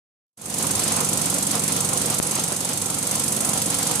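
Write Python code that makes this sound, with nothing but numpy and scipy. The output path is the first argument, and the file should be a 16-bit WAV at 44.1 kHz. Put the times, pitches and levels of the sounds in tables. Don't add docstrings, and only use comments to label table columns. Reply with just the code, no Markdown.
import sys
import numpy as np
from scipy import signal
from scipy.fft import rfft, irfft
from scipy.io import wavfile
from scipy.ndimage import uniform_filter1d, minimum_filter1d

SR = 44100
rng = np.random.default_rng(int(sys.argv[2]) if len(sys.argv) > 2 else 0)


def inscribe(sig):
    pcm = np.round(np.clip(np.atleast_2d(sig).T, -1, 1) * 32767)
    wavfile.write(sys.argv[1], SR, pcm.astype(np.int16))


N = 176400

TURN_S, FIRST_TURN_S = .042137, .3299


def from_db(db):
    return 10 ** (np.asarray(db) / 20)


def rms_one(x):
    return x / np.sqrt(np.mean(x ** 2) + 1e-20)


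def at_hz(points, hz):
    point_hz, values = np.transpose(points)
    return np.interp(np.log(np.maximum(hz, 1)), np.log(point_hz), values)


def bell(x, width):
    return np.exp(-(x / width) ** 2)


def humps(rows, width_s):
    t = np.arange(N) / SR
    return sum(db * bell(t - at_s, width_s) for at_s, db in rows)


def drift(rate_hz):
    pole = np.exp(-2 * np.pi * rate_hz * 40 / SR)
    noise = rng.standard_normal(N // 40 + 2002)
    slow = signal.lfilter([1], [1, -2 * pole, pole * pole], noise)[2000:]
    return np.interp(np.arange(N) / 40, np.arange(len(slow)), rms_one(slow))


def colour(x, spectrum):
    gain = from_db(at_hz(spectrum, np.fft.rfftfreq(N, 1 / SR)))
    return rms_one(irfft(rfft(x) * gain, N))


def ring(drive, mode):
    hz, left_db, right_db, t60_s = mode
    radius = np.exp(-np.log(1000) / (t60_s * SR))
    angle = 2 * np.pi * hz / SR
    ringing = signal.lfilter([1, 0, -1], [1, -2 * radius * np.cos(angle), radius * radius], drive)
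    return from_db([[left_db], [right_db]]) * rms_one(ringing)


# (frequency [Hz], relative density [dB per Hz])
AIR_SPECTRUM = [(20, -30), (40, -24), (60, -10.5), (80, -12), (100, -6), (160, -4), (270, .5), (340, -4.5),
                (420, -7), (500, -3.5), (650, -6), (760, -3), (900, -7), (1020, -5), (1150, -9), (1350, -8),
                (1550, -14), (2200, -13.5), (4500, -12), (7000, -12), (11000, -20.5), (15500, -26)]
# (frequency [Hz], left-right correlation [-1 to 1])
EAR_CORRELATION = [(40, 1), (120, 0.85), (250, 0.89), (600, 0.49), (1100, 0.2), (3000, 0.15), (12000, 0)]
# (frequency [Hz], left minus right [dB])
AIR_PAN = [(60, 0), (250, -3.5), (600, 0.5), (1200, -3), (2400, -2), (5000, 0), (13000, -8)]
# (time [s], swell [dB])
GUSTS = [(.64, 1.5), (.99, 5), (1.35, 2.5), (1.56, 2.5), (1.77, 3.5), (1.94, 3.5), (2.09, 2.5), (2.37, 4.5),
         (2.51, 6.5), (2.73, 1), (2.9, 3), (3.13, 3.5), (3.45, 1.5), (3.52, 2.5), (3.72, 3), (3.9, 2)]
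GUST_WIDTH_S, LULL_DB = 0.031, -1.4
AIR_DB, AIR_PATCHY_DB, AIR_FLUTTER_DB = -28, 1.23, 1.09
ROAR_HZ, ROAR_OCTAVES, ROAR_FLUTTER_DB = 885, 2, 0.6
PUFF_S, PUFF_WIDTH_S, PUFF_HZ, PUFF_OCTAVES, PUFF_DB = 0.892, .035, 4060, 1.3, 4


def air():
    t, hz = np.arange(N) / SR, np.fft.rfftfreq(N, 1 / SR)
    alike = np.clip(at_hz(EAR_CORRELATION, hz), -1, 1)
    mid, side = rfft(rng.standard_normal((2, N)))
    ears = np.array([[1], [-1]])
    noise = np.sqrt(1 + alike) * mid + ears * np.sqrt(1 - alike) * side
    rush = noise * from_db(at_hz(AIR_SPECTRUM, hz) + ears * at_hz(AIR_PAN, hz) / 2)
    octave = np.round(np.log2(np.maximum(hz, 64)))
    flutter_db = AIR_FLUTTER_DB * drift(47)
    roar_db = LULL_DB + humps(GUSTS, GUST_WIDTH_S) + ROAR_FLUTTER_DB * drift(45)
    puff_db = PUFF_DB * bell(t - PUFF_S, PUFF_WIDTH_S)
    out = 0
    for k in np.unique(octave):
        roar_part_db = roar_db * bell(k - np.log2(ROAR_HZ), ROAR_OCTAVES)
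        puff_part_db = puff_db * bell(k - np.log2(PUFF_HZ), PUFF_OCTAVES)
        patchy_db = AIR_PATCHY_DB * drift(12.6)
        band = irfft(rush * (octave == k), N)
        out = out + band * from_db(flutter_db + roar_part_db + puff_part_db + patchy_db)
    return from_db(AIR_DB) * rms_one(out)


# (multiple of the turning rate, level [dB])
BLADE_HUM = [(5, -48.5), (6, -42), (7, -41), (8, -42.5), (9, -42), (12, -50), (16, -49.5), (20, -46),
             (21, -55), (22.2, -49), (57, -53.5)]
MAINS_HZ, MAINS_DB = 100, -45
HUM_WAVER = 0.29


def hum():
    t, out = np.arange(N) / SR, 0
    tones = [(multiple / TURN_S, db) for multiple, db in BLADE_HUM] + [(MAINS_HZ, MAINS_DB)]
    for hz, db in tones:
        waver = 1 + HUM_WAVER * (drift(4.1) + 1j * drift(4.4))
        carrier = np.exp(2j * np.pi * (hz * t + rng.random()))
        tone = rms_one(np.real(waver * carrier))
        out = out + tone * from_db(db + at_hz(AIR_PAN, hz) * np.array([[.5], [-.5]]))
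    return out


# (frequency [Hz], left level [dB], right level [dB], decay time t60 [s])
BEARING_MODES = [(6360, -43, -47, 0.049), (8600, -53, -41, 0.069), (9930, -46, -39, 0.03)]
# (time [s], swell [dB])
SQUEALS = [(.73, 4), (.96, 9.5), (1.75, 3), (2.14, 4), (2.39, 12), (3.12, 9)]
SQUEAL_WIDTH_S = 0.067
BEARING_WANDER_DB, BEARING_WANDER_HZ = 1.5, 8.7


def bearing():
    swells_db = [BEARING_WANDER_DB * drift(BEARING_WANDER_HZ) for _ in BEARING_MODES]
    swells_db[0] = swells_db[0] + humps(SQUEALS, SQUEAL_WIDTH_S)
    out = 0
    for swell_db, mode in zip(swells_db, BEARING_MODES):
        friction = rng.standard_normal(N) * from_db(swell_db)
        out = out + ring(friction, mode)
    return out


TURN_SPREAD_DB, TURN_JITTER_MS = .5, .05


def turn_marks():
    turns_s = np.arange(FIRST_TURN_S, N / SR, TURN_S)
    late, strong = rng.standard_normal((len(turns_s), 2)).T
    marks = np.zeros(N + SR)
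    places = ((turns_s + TURN_JITTER_MS * late / 1000) * SR).astype(int)
    marks[places] = from_db(TURN_SPREAD_DB * strong)
    return marks[:N]


def pressure(contacts):
    ms = np.arange(int(TURN_S * SR)) * 1000 / SR
    power = 0
    for at_ms, db, decay_ms in contacts:
        touch = from_db(db) * np.exp(-np.abs(ms - at_ms) / decay_ms)
        power = power + (ms >= at_ms) * touch ** 2
    return np.sqrt(power)


def even_grain(stroke, spectrum, count=15):
    size = len(stroke)
    shape = from_db(at_hz(spectrum, np.fft.rfftfreq(2 * size, 1 / SR)))
    grain = stroke * rng.standard_normal(size)
    for _ in range(count):
        coloured = irfft(shape * np.exp(1j * np.angle(rfft(grain, 2 * size))))
        grain = stroke * np.cos(np.angle(signal.hilbert(coloured)))[:size]
    flat = irfft(np.exp(1j * np.angle(rfft(grain, 2 * size))))[:size]
    return flat * np.linalg.norm(stroke) / np.linalg.norm(flat)


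# (delay [ms], level [dB], decay constant [ms])
CONTACTS = [(-0.73, -1, .9), (0.5, -3, 0.8), (1.0, -1, 1.5), (2.5, -3, 1.9), (5.5, -1, 1.4),
            (7.0, -11.5, 1.8), (11, -14, 2.2)]
# (frequency [Hz], relative density [dB per Hz])
SCRAPE_LEFT = [(2000, -19.5), (4500, -12), (6500, -1.5), (8000, 2.5), (9000, -6), (10000, -8.5),
               (10700, -21), (12500, -28), (13800, -22.5), (15500, -28)]
SCRAPE_RIGHT = [(2000, -23), (4500, -11), (6500, -8), (8000, -2), (9000, 0), (10000, 3), (10700, -8),
                (12500, -13.5), (13300, -11.5), (14500, -15.5), (15500, -21)]
# (left [dB], right [dB])
SCRAPE_DB = (-31.5, -26.5)
# (frequency [Hz], left level [dB], right level [dB], decay time t60 [s])
HOUSING_MODES = [(6225, -44.5, -52, 0.021), (6490, -46, -42, 0.068), (7050, -43, -53, 0.032),
                 (7280, -36.5, -51, 0.014), (7540, -52, -58, 0.03), (8110, -40.5, -33.5, 0.047),
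                 (8360, -57, -43, 0.051), (9220, -61, -33.5, 0.024), (9440, -59, -40.5, 0.044),
                 (9610, -60, -38, 0.032), (9840, -56, -39.5, 0.031), (10090, -65, -37, 0.029),
                 (10960, -60, -53, 0.027), (11300, -58, -40, 0.021), (11740, -56, -40, 0.037)]
FRESH_POWER = 0.091
RUB_AT_MS, RUB_DB, RUB_DECAY_MS = 25.7, -12, 6.2


def rattle():
    marks, stroke = turn_marks(), pressure(CONTACTS)
    late_rub = pressure([(RUB_AT_MS, RUB_DB, RUB_DECAY_MS)])
    rubbing = signal.oaconvolve(marks, late_rub + np.sqrt(FRESH_POWER) * stroke)[:N]

    def friction(spectrum):
        repeating = signal.oaconvolve(marks, even_grain(stroke, spectrum))[:N]
        return repeating + rubbing * rng.standard_normal(N)

    channels = zip(SCRAPE_DB, (SCRAPE_LEFT, SCRAPE_RIGHT))
    scrape = np.array([from_db(db) * colour(friction(spectrum), spectrum) for db, spectrum in channels])
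    ringing = sum(ring(friction(SCRAPE_RIGHT), mode) for mode in HOUSING_MODES)
    return scrape + ringing


ROOM_T60_S, ROOM_DB, ROOM_DELAY_S = 0.69, -4.5, 0.0096


def room(x):
    t = np.arange(SR // 2) / SR
    decay = np.exp(-np.log(1000) * t / ROOM_T60_S) * (t > ROOM_DELAY_S)
    tail = rng.standard_normal((2, len(t))) * decay
    tail /= np.sqrt(np.sum(tail ** 2, axis=1, keepdims=True))
    return x + from_db(ROOM_DB) * signal.fftconvolve(x, tail, axes=1)[:, :N]


KNOCK_S, KNOCK_DECAY_S = 2.2002, 0.0011
KNOCK_DB, KNOCK_LOW_HZ, KNOCK_HIGH_HZ = 4, 120, 12000


def knock():
    t = np.arange(N) / SR - KNOCK_S
    step = (t >= 0) * np.exp(-np.abs(t) / KNOCK_DECAY_S) + 1e-18
    microphone = signal.butter(2, [KNOCK_LOW_HZ, KNOCK_HIGH_HZ], "band", fs=SR, output="sos")
    thump = signal.sosfilt(microphone, step)
    return from_db(KNOCK_DB) * thump * np.array([[1], [0]])


# (time [s], level [dB])
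LEVEL = [(0, -100), (.364, -72), (.376, -23), (0.449, -10.5), (.6, -0.5), (.88, 0.4), (1.1, 0), (2.13, 0),
         (2.22, -1.5), (2.36, -0.5), (2.52, -2.5), (2.97, -2), (3.15, -0.5), (3.5, 0.4), (4, -0.2)]
# (time [s], level [dB])
RUSH_AND_HUM_LEVEL = [(.7, 0.64), (1.4, 0), (2.15, .5), (2.44, -0.55), (2.7, 0.85), (3.02, -0.4), (3.12, 0),
                      (3.9, 0.54)]


def scene():
    t = np.arange(N) / SR
    level = from_db(np.interp(t, *np.transpose(LEVEL)))
    shared_level = from_db(np.interp(t, *np.transpose(RUSH_AND_HUM_LEVEL)))
    metal = room(rattle() + bearing())
    return level * (metal + shared_level * (hum() + air())) + knock()


LIMIT_DB, RELEASE_DB_PER_S, HOLD_S, LOOK_AHEAD_S = -1.5, 600, 0.017, 0.0033
STOP_HZ = 16200


def record(dry):
    t = np.arange(N) / SR
    over_db = np.maximum(20 * np.log10(np.abs(dry).max(axis=0) + 1e-9) - LIMIT_DB, 0)
    half_hold, ahead = int(HOLD_S * SR / 2), int(LOOK_AHEAD_S * SR)
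    held_db = -minimum_filter1d(-over_db, 2 * half_hold + 1)
    held_db = np.roll(held_db, half_hold - ahead)
    duck_db = np.maximum.accumulate(held_db + RELEASE_DB_PER_S * t) - RELEASE_DB_PER_S * t
    limited = dry * from_db(-uniform_filter1d(duck_db, ahead + 1))
    low_pass = signal.cheby2(16, 70, STOP_HZ, fs=SR, output="sos")
    return signal.sosfilt(low_pass, limited)


dry = scene()
out = record(dry)
inscribe(out)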